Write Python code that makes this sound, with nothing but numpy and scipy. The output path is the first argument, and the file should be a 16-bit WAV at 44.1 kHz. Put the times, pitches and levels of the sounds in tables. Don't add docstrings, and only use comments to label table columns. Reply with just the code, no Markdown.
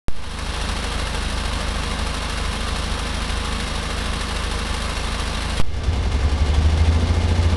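import sys
import numpy as np
from scipy import signal
from scipy.fft import rfft, irfft
from scipy.io import wavfile

SR = 44100
rng = np.random.default_rng(int(sys.argv[2]) if len(sys.argv) > 2 else 0)


def output_pcm(signal):
    pcm = np.clip(np.atleast_2d(signal).T, -1, 1) * 32767
    wavfile.write(sys.argv[1], SR, np.round(pcm).astype(np.int16))


N = 333396
TIME = np.arange(N) / SR
OUTSIDE_ON_S, CABIN_ON_S, MOVE_S = .0832, 5.6, 5.617

# (place [cycles], puff outside [dB], puff in the cabin [dB],
# rattle outside [dB], rattle in the cabin [dB])
CYLINDER_FIRINGS = [(-.058, 30, 31, 3, -7), (0.261, 26.5, 33, -0.5, -7), (.445, 29.5, 36.5, -3.5, 0),
                    (.73, 20, 22, -1.5, -2)]
# (frequency [Hz], width [Hz], lift outside [dB], lift in the cabin [dB])
PANEL_MODES = [(211.7, 17, 7, -5.5), (241, 35, 1.5, 2.5), (472.4, 21.5, 8, 3.5), (739, 17, 5, 6),
               (856, 46, 5.5, 5), (1023, 18, 7.5, 3.5), (1102, 15, 7, -4), (1157, 18, 6, 9.5),
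               (1196, 22, 6.5, 4.5), (1298, 17, 6, -3), (1464, 19, 5.5, -3), (1576, 19, 8, 7),
               (1750, 82, 4.5, 3), (2128, 59, 5.5, 9.5), (2360, 37, -1.5, 1), (2746, 136, 5, 1.5),
               (2900, 46, 4, 5), (3232, 65, 7, 1), (3508, 41, 6.5, 8), (3837, 145, 5.5, 0.5),
               (4290, 120, 5, -1), (5060, 80, 2.5, -3), (5620, 105, 4.5, 2)]


def from_db(db):
    return 10 ** (np.asarray(db) / 20)

def unit_rms(x):
    return x / np.sqrt(np.mean(x ** 2) + 1e-20)

def butter(x, hz, kind, order=2):
    return signal.sosfilt(signal.butter(order, hz, kind, fs=SR, output="sos"), x + 1e-18)

def resonance(x, hz, width_hz):
    return signal.lfilter(*signal.iirpeak(hz, hz / width_hz, fs=SR), x + 1e-18)

def decay(start_s, decay_s):
    return (TIME >= start_s) * np.exp(-np.maximum(TIME - start_s, 0) / decay_s)

def microphone_pop(start_s, level_db, settle_s):
    return from_db(level_db) * decay(start_s, settle_s)

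def fade_up(start_s, rise_s, from_level_db):
    return np.interp(TIME, [start_s, start_s + rise_s], [from_db(from_level_db), 1])

def engine_cycles(speed, start):
    turned = np.cumsum(np.interp(TIME, *np.transpose(speed))) / SR
    return turned - np.interp(speed[0][0], TIME, turned) + start

def impulses(cycles, place, level_db, spread_db, jitter_s):
    number = np.arange(np.floor(cycles[0]), np.ceil(cycles[-1]) + 1)
    timing, strength = rng.standard_normal((len(number), 2)).T
    due_s = np.interp(number + place, cycles, TIME, left=-1, right=-1)
    at = ((due_s + jitter_s * timing) * SR).astype(int)
    heard = (at >= 0) & (at < N)
    train = np.zeros(N)
    train[at[heard]] = from_db(level_db + spread_db * strength[heard])
    return train

def exhaust(cycles, firings, pipe_hz, boom_hz, boom_width_hz, boom_db, muffler_hz, spread_db):
    puffs = sum(impulses(cycles, place, db, spread_db, jitter_s=.0003) for place, db in firings)
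    flow = butter(puffs, [20, pipe_hz], "band")
    flow = flow + from_db(boom_db) * resonance(flow, boom_hz, boom_width_hz)
    flow = flow - resonance(flow, hz=121.4, width_hz=30)
    return butter(flow, muffler_hz, "low", order=4)

def frame_shudder(level_db, low_hz, high_hz):
    noise = butter(rng.standard_normal(N), low_hz, "high")
    return from_db(level_db) * unit_rms(butter(noise, high_hz, "low"))

def bodywork(colour, modes):
    size = 2 ** 14
    hz = np.maximum(np.fft.rfftfreq(size, 1 / SR), 1)
    colour_hz, colour_db = np.transpose(colour)
    level_db = np.interp(np.log(hz), np.log(colour_hz), colour_db)
    for centre, width, lift_db in modes:
        level_db += lift_db / (1 + (2 * (hz - centre) / width) ** 2)
    cepstrum = irfft(np.log(from_db(level_db)))
    cepstrum[1:size // 2] *= 2
    cepstrum[size // 2 + 1:] = 0
    return irfft(np.exp(rfft(cepstrum)))

def through(x, response):
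    return unit_rms(signal.oaconvolve(x, response)[:N])

def block_hum(cycles, fall_db_per_octave, waver_db, wander_rad):
    number = np.arange(np.floor(cycles[0]), np.ceil(cycles[-1]) + 1)
    hum = 0
    for harmonic in range(7, 27):
        waver, wander = (np.interp(cycles, number, row) for row in rng.standard_normal((2, len(number))))
        level_db = waver_db * waver - fall_db_per_octave * np.log2(harmonic)
        phase = 2 * np.pi * (2 * harmonic * cycles + rng.random())
        hum += from_db(level_db) * np.sin(phase + wander_rad * wander)
    return hum

def valve_contacts(first_dbs):
    lag_cycles, gap_cycles, fall_db = .09, .06, 3.5
    return [(firing[0] + lag_cycles + k * gap_cycles, db - k * fall_db)
            for firing, db in zip(CYLINDER_FIRINGS, first_dbs) for k in range(3)]

def piston_slaps():
    place, slap_db, rebound_cycles, rebound_db = .37, 4, .0501, 0
    pair = [(place, slap_db), (place + rebound_cycles, rebound_db)]
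    return [(at + turn, db) for turn in (0, .5) for at, db in pair]

def knocks(cycles, ring_s, soft_hz, jitter_s, spread_db):
    age = np.arange(SR // 20) / SR
    knocking = 0
    for place, db in valve_contacts(first_dbs=[-1.5] * 4) + piston_slaps():
        ring = unit_rms(rng.standard_normal(len(age)) * np.exp(-age / ring_s))
        knocking += signal.oaconvolve(impulses(cycles, place, db, spread_db, jitter_s), ring)[:N]
    return butter(knocking, soft_hz, "low", order=1)

def rattle(cycles, first_dbs, decay_s, whirr_db, whirr_hz, grain_db, spread_db, thin_hz):
    hits = sum(impulses(cycles, place, db, spread_db, jitter_s=.0004)
               for place, db in valve_contacts(first_dbs))
    energy = signal.lfilter([1], [1, -np.exp(-2 / (decay_s * SR))], hits ** 2 + 1e-18)
    ticks = rng.standard_normal(N) * from_db(grain_db * np.minimum(rng.exponential(1, N), 5))
    whirr = from_db(whirr_db) * butter(rng.standard_normal(N), whirr_hz, "low", order=1)
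    return butter(np.sqrt(energy) * unit_rms(ticks) + whirr, thin_hz, "high", order=1)

def outside():
    # (time [s], rate [four-stroke cycles/s])
    idle_speed = [(0, 13.316), (1, 13.118), (2.5, 12.941), (3.3, 13.132), (4.8, 13.148), (5.6, 13.396)]
    # (frequency [Hz], relative level [dB])
    bay_colour = [(60, -21.5), (110, 5), (150, 8.5), (220, 4), (360, -3.5), (550, -0.5), (720, -3.5),
                  (1100, -2.5), (2000, -6.5), (4000, -7.5), (5600, -10.5), (6800, -16.5), (10300, -12.5),
                  (11900, -28)]
    cycles = engine_cycles(idle_speed, start=-.092)
    places, puff_dbs, _, rattle_dbs, _ = np.transpose(CYLINDER_FIRINGS)
    bay = bodywork(bay_colour, [(hz, width, db) for hz, width, db, _ in PANEL_MODES])
    rumble = exhaust(cycles, zip(places, puff_dbs), pipe_hz=63.7, boom_hz=91, boom_width_hz=23.6,
                     boom_db=11, muffler_hz=72.2, spread_db=2.06)
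    frame = frame_shudder(level_db=-41.5, low_hz=24.8, high_hz=90)
    hum = block_hum(cycles, fall_db_per_octave=3, waver_db=3, wander_rad=.78)
    knock = knocks(cycles, ring_s=.0067, soft_hz=650, jitter_s=.00013, spread_db=.6)
    ticks = rattle(cycles, rattle_dbs, decay_s=.014, whirr_db=-.5, whirr_hz=4640,
                   grain_db=1.5, spread_db=1.24, thin_hz=483)
    return (rumble + frame
            + from_db(-38) * through(hum, bay)
            + from_db(-35.5) * through(knock, bay)
            + from_db(-28.5) * through(ticks, bay))

def cabin_air(x, hz, width_hz, direct_db, ring_db):
    return from_db(direct_db) * x + from_db(ring_db) * resonance(x, hz, width_hz)

def cabin():
    # (time [s], rate [four-stroke cycles/s])
    rising_speed = [(5.62, 9.76), (5.9, 10.38), (6.2, 11.41), (6.5, 12.26), (6.8, 13.32), (7.1, 13.95),
                    (7.35, 14.17), (7.56, 13.85)]
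    # (frequency [Hz], relative level [dB])
    wall_colour = [(50, 8.5), (115, -0.5), (155, 9), (245, 7.5), (310, 2), (450, 2), (700, -3.5),
                   (1100, -6), (2000, -10.5), (4200, -10.5), (5600, -14), (7000, -20), (10300, -22),
                   (11900, -37.5)]
    cycles = engine_cycles(rising_speed, start=-.61)
    doublings = np.log2(np.interp(TIME, *np.transpose(rising_speed)) / 13)
    places, _, puff_dbs, _, rattle_dbs = np.transpose(CYLINDER_FIRINGS)
    walls = bodywork(wall_colour, [(hz, width, db) for hz, width, _, db in PANEL_MODES])
    lead_cycles = .487
    boom = exhaust(cycles + lead_cycles, zip(places, puff_dbs), pipe_hz=228, boom_hz=74,
                   boom_width_hz=12.5, boom_db=4.5, muffler_hz=98, spread_db=2)
    drone = cabin_air(boom, hz=84.2, width_hz=13, direct_db=-5, ring_db=-4)
    hum = block_hum(cycles, fall_db_per_octave=2, waver_db=6.5, wander_rad=.5)
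    knock = knocks(cycles, ring_s=.0087, soft_hz=600, jitter_s=.00029, spread_db=.5)
    ticks = rattle(cycles, rattle_dbs, decay_s=.017, whirr_db=-1.5, whirr_hz=4040,
                   grain_db=2.5, spread_db=1.5, thin_hz=530)
    frame = frame_shudder(level_db=-31, low_hz=25, high_hz=79)
    return (from_db(.5 - 6 * doublings) * drone + frame
            + from_db(-37 + 20 * doublings) * through(hum, walls)
            + from_db(-31.5 + 8 * doublings) * through(knock, walls)
            + from_db(-30.5 + 3 * doublings) * through(ticks, walls))

def loose_fitting():
    # (time [s], level [dB])
    buzzes = [(6.535, -37), (6.845, -37)]
    shake = sum(from_db(db) * decay(start_s, decay_s=.038) for start_s, db in buzzes)
    return shake * unit_rms(resonance(rng.standard_normal(N), hz=3420, width_hz=220))

def scene():
    beside = outside() * (TIME >= OUTSIDE_ON_S) * fade_up(OUTSIDE_ON_S, rise_s=.5, from_level_db=-19.5)
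    inside = (cabin() + loose_fitting()) * fade_up(MOVE_S, rise_s=.31, from_level_db=-13)
    pops = microphone_pop(OUTSIDE_ON_S, level_db=-9.5, settle_s=.083)
    pops += microphone_pop(CABIN_ON_S, level_db=-7, settle_s=.066)
    return (np.where(TIME < MOVE_S, beside, inside) + pops)[None]

def record(dry):
    cutoff_hz = 11946
    return signal.sosfilt(signal.ellip(10, .1, 90, cutoff_hz, fs=SR, output="sos"), dry)


dry = scene()
out = record(dry)
output_pcm(out)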